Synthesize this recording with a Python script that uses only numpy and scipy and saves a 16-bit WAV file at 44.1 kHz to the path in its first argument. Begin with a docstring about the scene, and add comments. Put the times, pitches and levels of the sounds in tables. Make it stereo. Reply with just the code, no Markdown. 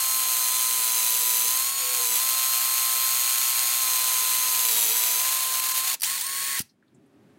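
"""Outdoors at a concrete pier, one mono microphone close to a cordless hammer drill.
The motor hums and whines, sagging whenever the masonry bit bites; the hammer ratchet rattles, the gears
scream and the bit grinds grit and squeaks on stones. The drill is then run twice more with little load
and brakes with a clunk, leaving a few handling ticks and a faint, distant rumble."""
import sys
import numpy as np
from scipy import signal
from scipy.fft import rfft, irfft
from scipy.io import wavfile
from scipy.ndimage import uniform_filter1d

SR = 44100
rng = np.random.default_rng(int(sys.argv[2]) if len(sys.argv) > 2 else 0)


def persist_wave(psi):
    """Save psi, clipped to +-1, as 16-bit WAV."""
    counts = np.round(np.clip(psi, -1, 1) * 32767).astype(np.int16)
    wavfile.write(sys.argv[1], SR, np.atleast_2d(counts).T)


N = 325458
TIME_S = np.arange(N) / SR

# motor tone under load, trigger fully pulled: time_s, pitch_hz
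LOADED_PITCH = [(0.0, 1053), (0.41, 1027), (0.66, 1028), (1.12, 1007), (1.45, 1005), (1.7, 1082),
                (1.93, 1082), (2.08, 1006), (2.16, 988.4), (2.21, 1041), (2.26, 1050), (3.1, 1049),
                (3.15, 1059), (3.77, 1061), (3.92, 1028), (4.58, 1028), (4.68, 1004), (4.73, 961.7),
                (4.9, 962.1), (4.96, 995.9), (5.11, 995.3), (5.28, 1039), (5.79, 1039), (5.92, 1082)]
# how firmly the hammer ratchet is engaged: time_s, bite_share
RATCHET_BITE = [(1.6, .95), (1.75, .67), (2.1, .88), (3.4, .98), (4.6, .78), (5.2, .7), (5.4, .33),
                (5.9, .5), (6.05, .15)]
FREE_HZ, BLOWS_PER_MOTOR_CYCLE, BORING_ENDS_S = 1090, 7 / 60, 5.99


def drill():
    """The drill, close up: one rotation drives motor, ratchet and gears, and load drags it down."""
    (bite,), (loaded_hz,), speed = in_time(RATCHET_BITE), in_time(LOADED_PITCH), trigger()
    in_hole = TIME_S < BORING_ENDS_S
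    steady_hz = np.where(in_hole, loaded_hz, FREE_HZ)
    sag = 1 - steady_hz / FREE_HZ
    wander = .0017 * in_hole * drift(hz=9)   # uneven concrete
    judder = (.00021 + 27 * sag ** 4) * drift(hz=30)
    turns = np.cumsum(steady_hz * speed * (1 + wander + judder)) / SR
    blows = turns * BLOWS_PER_MOTOR_CYCLE
    shake = shaking(speed)
    loaded = boring(blows, bite, sag) * speed ** 2.1 + squeaks()
    work = np.where(in_hole, loaded, spinning(blows, speed))
    return motor(turns, bite, speed, sag) + work + shake + clacks()


# the bit loses its grip for a moment: centre_s, length_s, loss_db
BIT_SLIPS = [(1.745, .08, 3.0), (2.09, .04, 2.2), (5.612, .016, 5.5), (5.68, .014, 3.5), (5.732, .014, 6.0),
             (5.825, .026, 4.0)]
BODY_DB_PER_S, GRIT_DB_PER_PERCENT = .62, .37


def boring(blows, bite, sag):
    """The bit in the concrete: more body as the hole deepens, more grit as the load slows the motor."""
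    slip_db = sum(loss_db * spell(s, length) for s, length, loss_db in BIT_SLIPS)
    grip = from_db(1.6 * (1 - bite) * drift(hz=60) - slip_db)   # a loose ratchet grips unevenly
    blow_index = blows.astype(int)
    force = from_db(2 * rng.standard_normal(blow_index[-1] + 1))[blow_index]
    # grinding builds as the ratchet climbs each tooth and drops as it slips off
    surge = rms_one(1 + 1.13 * bite * force * np.exp(-(-blows % 1) / .28))
    body, grit = grinding(surge)
    body = from_db(-34.1 + BODY_DB_PER_S * TIME_S) * (body + ratchet(blows, bite))
    knock = knocking(blows, sag)
    mesh, scream = gears(blows, bite, sag, surge)
    grit = from_db(-29.1 + GRIT_DB_PER_PERCENT * 100 * sag) * (grit + mesh)
    return grip * (body + grit + scream) + knock


# spectrum of crushed concrete: frequency_hz, density_db
GRIND_SPECTRUM = [(100, -22.5), (500, -21.5), (800, -14), (1400, -10.5), (2000, -7.5), (2600, -3.0),
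                  (3300, -5.3), (4400, -1.8), (5400, -5.1), (6900, 2), (8800, 0), (10300, 4), (12000, 2),
                  (15600, 1)]


def grinding(surge):
    """The bit crushes grit in surges, heard as a midrange body and a high sizzle."""
    crushing = rng.standard_normal(N) + .8 * grains(per_s=5000, spread_db=3.2)
    grind = coloured(crushing * surge * from_db(.47 * drift(hz=70)), GRIND_SPECTRUM)
    body = from_db(-1.1) * rms_one(butter(grind, [700, 5000], "band", order=3))
    grit = from_db(2.67) * rms_one(butter(grind, 6200, "high", order=3))
    return body, grit


# spectrum of one hammer blow: frequency_hz, density_db
BLOW_SPECTRUM = [(900, -23), (1500, -1.2), (2300, 2.2), (3500, -0.5), (5200, -4), (7000, 0.5), (9000, 3.5),
                 (11000, -2.5), (15600, -1)]
# tones of the blows in the gear case: blow_rate_multiple, level_db
CASE_TONES = [(5, -7), (6, 0), (7, -4), (8, -1), (9, -2), (10, -1), (11, -4), (12, -4), (13, 0), (14, -4),
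              (29, 3), (31, 3)]


def ratchet(blows, bite):
    """Every hammer blow sets off the same short, dense metallic ring, and the gear case drones."""
    strikes = np.sinc((blows % 1 - .5) / np.maximum(np.gradient(blows), 1e-6))   # one click a blow
    age = np.arange(SR // 100) / SR
    metal = signal.fftconvolve(strikes, rng.standard_normal(len(age)) * from_db(-60 * age / .021))
    hammer = from_db(-2.5) * bite * coloured(metal[:N], BLOW_SPECTRUM)
    return hammer + from_db(-22.5) * tones(blows, CASE_TONES, flutter_db=2.5, flutter_hz=4.8)


# gear mesh and its side tones: blow_rate_multiple, level_db
MESH_TONES = [(52, -2.5), (53, -13), (54, 1.5), (55, -12)]
# the scream, an octave above the mesh: blow_rate_multiple, level_db
SCREAM_TONES = [(103, -7), (105, -3), (106, 0), (107, -4), (108, -3), (109, -2), (111, -8)]
# rise and fall of the scream: time_s, gain_db
SCREAM_GAIN = [(0, -30), (.68, -36), (1.3, -26.5), (1.8, -34), (2.2, -28.5), (3.5, -28.7), (4.03, -31),
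               (4.8, -26), (5.6, -31)]
MESH_LOSS_DB_PER_PERCENT = .6


def gears(blows, bite, sag, surge):
    """Loaded gears whine and scream; heavy load dulls the mesh, and chatter smears the tones."""
    scream_db, = in_time(SCREAM_GAIN)
    turns = blows + (.0002 + 10 * sag ** 4) * drift(hz=250)   # backlash and chatter
    mesh_gain = from_db(-8.3 - MESH_LOSS_DB_PER_PERCENT * 100 * sag) * np.sqrt(bite)
    mesh = mesh_gain * tones(turns, MESH_TONES, flutter_db=1.7, flutter_hz=5)
    scream = from_db(-12.8) * bite * tones(turns, SCREAM_TONES, flutter_db=2.5, flutter_hz=6)
    scuff = from_db(-2.5) * surge * drift(hz=700) * np.sin(2 * np.pi * 106 * blows)
    return mesh, from_db(scream_db) * (scream + scuff)


# hammer knock: blow_rate_multiple, level_db
KNOCK_TONES = [(3, -12.5), (4, 0)]
KNOCK_DB_PER_PERCENT, BUZZ_DB_PER_PERCENT, BUZZ_DB_PER_S = 1.9, 1.55, -.7


def knocking(blows, sag):
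    """Hammer knock and housing buzz grow with the load; the buzz eases as the hole deepens."""
    knock_db = -70.5 + KNOCK_DB_PER_PERCENT * 100 * sag
    # pushed back in after the long slip, the bit knocks in the hole
    knock_db += (-49.3 - knock_db) * spell(centre_s=1.94, length_s=.36)
    knock_db += 24 * sag * drift(hz=45)
    knock = from_db(knock_db) * tones(blows, KNOCK_TONES, flutter_db=3, flutter_hz=22)
    buzz_db = -71 + BUZZ_DB_PER_PERCENT * 100 * sag + BUZZ_DB_PER_S * TIME_S + .85 * drift(hz=14)
    return knock + from_db(buzz_db) * np.sin(4 * np.pi * blows)


# the bit catches on stones: start_s, level_db, pitch_hz
STONE_CATCHES = [(1.84, -23, 4550), (4.808, -22, 7100), (4.85, -20.5, 6200), (4.885, -17.5, 6800),
                 (4.93, -21, 4700), (5.06, -24, 4700)]


def squeaks():
    """Brief stick-slip rings of the steel bit."""
    out = np.zeros(N)
    for s, db, hz in STONE_CATCHES:
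        catch = burst(s, t60=.00063) * np.sin(2 * np.pi * hz * TIME_S)
        out += from_db(db) * burst(s, t60=.05) * ring(catch, hz, t60=.054)
    return from_db(-9.5) * out


# the hum swells under light load and fades when the motor labours: slowed_percent, gain_db
HUM_BY_LOAD = [(0, -43.2), (3.5, -40.4), (5.7, -40.2), (8, -42.8), (12, -46)]
# side tones of the hum: offset_in_blow_rates, level_db
HUM_SIDE_TONES = [(-2, -17), (-1, -19), (1, -19), (2, -7), (3, -17), (4, -14)]
# slot whine: motor_tone_multiple, level_db
WHINE_TONES = [(2, -19), (3, -14), (4, -3.3), (8, -.2), (9.6, -13), (10.07, -13), (10.6, -12), (10.95, -11),
               (12, -18)]
HUM_DB_PER_S, CHIRP_SPEED_PER_S = .2, 11.5


def motor(turns, bite, speed, sag):
    """Hum and slot whine; each hammer blow loads the motor and adds side tones to the hum."""
    hum_db = np.interp(100 * sag, *np.transpose(HUM_BY_LOAD)) + HUM_DB_PER_S * TIME_S
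    sides = [(1 + offset * BLOWS_PER_MOTOR_CYCLE, db) for offset, db in HUM_SIDE_TONES]
    hum = np.sqrt(2) * np.sin(2 * np.pi * turns)
    hum += bite * tones(turns, sides, flutter_db=0, flutter_hz=12)
    # the tones break up as the motor bogs down
    stutter = from_db((.3 + 19000 * sag ** 4) * drift(hz=45) - 115 * sag ** 2)
    whine = tones(turns, WHINE_TONES, flutter_db=.7, flutter_hz=25) * from_db(-39.3 + 4.9 * bite)
    # speeding up draws more current, so the whine swells into a chirp
    speeding_up = np.clip(uniform_filter1d(np.gradient(speed) * SR, SR // 100), 0, 25)
    current = 1 + (speeding_up / CHIRP_SPEED_PER_S) ** 2
    return stutter * (hum * from_db(hum_db) * speed ** 5 + whine * current * speed ** 1.5)


# trigger pulls: pulled_s, let_go_s, braked
TRIGGER_PULLS = [(0, 5.928, True), (6.026, 6.166, False), (6.209, 6.575, True)]
SPIN_UP_S, COAST_S, BRAKE_DELAY_S, BRAKING_S = .017, .11, .02, .021


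def trigger():
    """Share of full speed: the motor runs up on a pull, coasts when let go, and stops if braked."""
    speed = np.ones(N)
    for pulled, let_go, braked in TRIGGER_PULLS:
        shortfall = 1 - speed[int(pulled * SR)]
        run_up = 1 - shortfall * np.exp(-np.maximum(TIME_S - pulled, 0) / SPIN_UP_S)
        coast = np.exp(-np.maximum(TIME_S - let_go, 0) / COAST_S)
        brake = 1 - braked * np.clip((TIME_S - let_go - BRAKE_DELAY_S) / BRAKING_S, 0, 1)
        speed = np.where(TIME_S >= pulled, run_up * coast * brake, speed)
    return speed


# running with little load: time_s, fan_gain_db, rattle_gain_db
SPIN_GAINS = [(6.08, -40.5, -25), (6.25, -42.5, -30), (6.45, -38.5, -27), (6.57, -35.7, -27.3)]
# spectrum of the loose gears and bit: frequency_hz, density_db
RATTLE_SPECTRUM = [(150, -19.5), (500, -19), (1000, -10.5), (2500, -3), (3300, -2.5), (4400, -0.5),
                   (5400, -3.5), (7000, 0), (9000, 2), (12000, -2), (15600, 0)]


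def spinning(blows, speed):
    """With little load the fan rushes in its vents and the gears and bit rattle loosely."""
    fan_db, rattle_db = in_time(SPIN_GAINS)
    air = rms_one(butter(rng.standard_normal(N), [1720, 2060], "band", order=1))
    fan = from_db(fan_db) * speed ** 3 * butter(air, 1200, "high")
    teeth = rng.standard_normal(N) + 1.9 * grains(per_s=4500, spread_db=3.5)
    rattle = coloured(teeth * (1 + .15 * np.cos(2 * np.pi * blows)), RATTLE_SPECTRUM)
    mesh = from_db(-19) * tones(blows, [(53, 0)], flutter_db=3.5, flutter_hz=30)
    return np.minimum(speed / .34, 1) * (fan + from_db(rattle_db) * (rattle + mesh))


# clacks of chuck and gearbox: start_s, level_db
DRIVE_CLACKS = [(5.942, -16), (5.999, -32), (6.008, -25), (6.019, -12.5), (6.033, -12), (6.045, -17),
                (6.211, -14.5), (6.266, -15), (6.592, -13), (6.611, -21), (6.617, -25)]
# their ringing metal: pitch_hz, level_db, t60_s
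CHUCK_RINGS = [(2926, -20, 0.012), (4640, -8.5, 0.0058), (5740, -9.5, 0.0076), (8400, -7, 0.0051),
               (10300, -1.5, 0.0036), (12400, -3, 0.0033), (14500, -8, .003)]
# the jolted housing: pitch_hz, level_db, t60_s
HOUSING_RINGS = [(135, -31, 0.031), (215, -25.5, 0.024), (332, -46, 0.013)]
JOLT_S = 6.602


def clacks():
    """Slack in the drive is taken up at starts and stops; the last brake jolts the housing."""
    contact = sum(from_db(db) * burst(s, t60=.023) for s, db in DRIVE_CLACKS)
    metal = sum(from_db(db) * ring(contact * rng.standard_normal(N), hz, t60)
                for hz, db, t60 in CHUCK_RINGS)
    jolt = signal.unit_impulse(N, int(JOLT_S * SR))
    thud = sum(from_db(db) * ring(jolt, hz, t60) for hz, db, t60 in HOUSING_RINGS)
    return from_db(-16.5) * butter(metal, 1000, "high") + butter(thud, [85, 600], "band")


# spectrum of the shaking tool: frequency_hz, density_db
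SHAKE_SPECTRUM = [(60, -16.5), (130, -1.5), (250, -5), (550, -3), (1200, -23), (4000, -47)]


def shaking(speed):
    """The running drill shakes with a low noise that follows its speed."""
    return from_db(-62) * speed * coloured(rng.standard_normal(N), SHAKE_SPECTRUM)


# small ticks from the stopped tool: start_s, level_db, pitch_hz
HANDLING_TICKS = [(6.692, -47, 4750), (6.824, -45, 1600), (6.878, -58, 3700), (6.946, -55, 7500),
                  (7.06, -65, 9450)]


def handling():
    """Soft rubs and ticks as the tool is handled near the microphone, each in its own narrow band."""
    out = np.zeros(N)
    for s, db, hz in HANDLING_TICKS:
        rub = rng.standard_normal(N) * uniform_filter1d(burst(s, t60=.08), SR // 200)
        out += from_db(db) * butter(rub, [hz / 1.14, hz * 1.18], "band")
    return out


def yard(x, t60, wet_db):
    """Ground and timber scatter a short, weak tail back to the microphone."""
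    age = np.arange(SR // 2) / SR
    echo = rng.standard_normal(len(age)) * from_db(-60 * age / t60) * (age > .004)
    echo = butter(echo, 7300, "low", order=1)
    return x + from_db(wet_db) * signal.fftconvolve(x, echo / np.linalg.norm(echo))[:N]


# the background comes up at the end: time_s, rumble_db, hiss_db
OUTDOOR_LEVELS = [(6.73, -70.5, -79.5), (6.9, -67, -73), (6.93, -58.5, -73), (7.3, -57.5, -67)]
# spectra of the distant rumble and hiss: frequency_hz, density_db
RUMBLE_SPECTRUM = [(18, -86.5), (30, -59), (106, -8.5), (150, -7.5), (272, -6), (417, -11), (448, -22.5),
                   (532, -16.5), (900, -30), (1170, -66), (1980, -120)]
HISS_SPECTRUM = [(450, -7.5), (900, -7.5), (1600, -9), (3400, -17), (6000, -23), (10000, -24.5),
                 (15000, -31)]


def outdoors():
    """Low rumble and a thin hiss from far around."""
    rumble_db, hiss_db = in_time(OUTDOOR_LEVELS)
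    rumble = coloured(rng.standard_normal(N), RUMBLE_SPECTRUM) * from_db(rumble_db + 1.3 * drift(hz=12))
    return rumble + from_db(hiss_db) * coloured(rng.standard_normal(N), HISS_SPECTRUM)


def from_db(db):
    """Decibels to gain."""
    return 10 ** (np.asarray(db) / 20)


def rms_one(x):
    """Scale to unit power."""
    return x / np.sqrt(np.mean(x ** 2) + 1e-20)


def in_time(rows):
    """Each column of a curve at every sample."""
    s, *columns = np.transpose(rows)
    return [np.interp(TIME_S, s, c) for c in columns]


def butter(x, hz, kind, order=2):
    """Butterworth filter."""
    return signal.sosfilt(signal.butter(order, hz, kind, fs=SR, output="sos"), x)


def coloured(x, spectrum):
    """Give x a smooth spectrum; rms 1."""
    hz, db = np.transpose(spectrum)
    bins = np.maximum(np.arange(N // 2 + 1) * SR / N, 1)
    low_cut = np.minimum(bins / hz[0], 1) ** 2
    return rms_one(irfft(rfft(x) * low_cut * from_db(np.interp(np.log(bins), np.log(hz), db)), N))


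def drift(hz):
    """Random wavering up to the given rate; rms 1."""
    bins = np.arange(N // 2 + 1) * SR / N
    return rms_one(irfft(rfft(rng.standard_normal(N)) / (1 + (bins / hz) ** 4), N))


def ring(clicks, hz, t60):
    """A unit click sets a sine of height 1 ringing."""
    r, w = from_db(-60 / (t60 * SR)), 2 * np.pi * hz / SR
    return signal.lfilter([0, np.sin(w)], [1, -2 * r * np.cos(w), r * r], clicks + 1e-18)


def burst(start_s, t60):
    """An envelope that jumps to 1 and dies away."""
    age = TIME_S - start_s
    return (age >= 0) * from_db(-60 * np.clip(age / t60, 0, 10))


def spell(centre_s, length_s):
    """A smooth rise to 1 and back."""
    return np.exp(-np.log(2) * (2 * (TIME_S - centre_s) / length_s) ** 4)


def grains(per_s, spread_db):
    """Random tiny clicks of uneven size; rms 1."""
    sizes = from_db(spread_db * np.minimum(rng.exponential(1, N), 4))
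    return rms_one(sizes * rng.choice([-1, 1], N) * (rng.random(N) < per_s / SR))


def tones(turns, orders, flutter_db, flutter_hz):
    """Partials locked to a rotation, each fluttering in strength; 0 dB is rms 1."""
    out = np.zeros(N)
    for multiple, db in orders:
        strength = from_db(db + flutter_db * drift(flutter_hz))
        out += strength * np.sin(2 * np.pi * (multiple * turns + rng.random()))
    return np.sqrt(2) * out


def scene():
    """The drill close by and the outdoors far behind it, alike in both channels."""
    nearby = yard(drill() + handling(), t60=.21, wet_db=-22.5)
    return np.tile(nearby + outdoors(), (2, 1))


CUTOFF_HZ = 15850


def record(dry):
    """A mono microphone with a steep top cut."""
    return signal.sosfilt(signal.ellip(12, .2, 80, CUTOFF_HZ, fs=SR, output="sos"), dry)


dry = scene()
out = record(dry)
persist_wave(out)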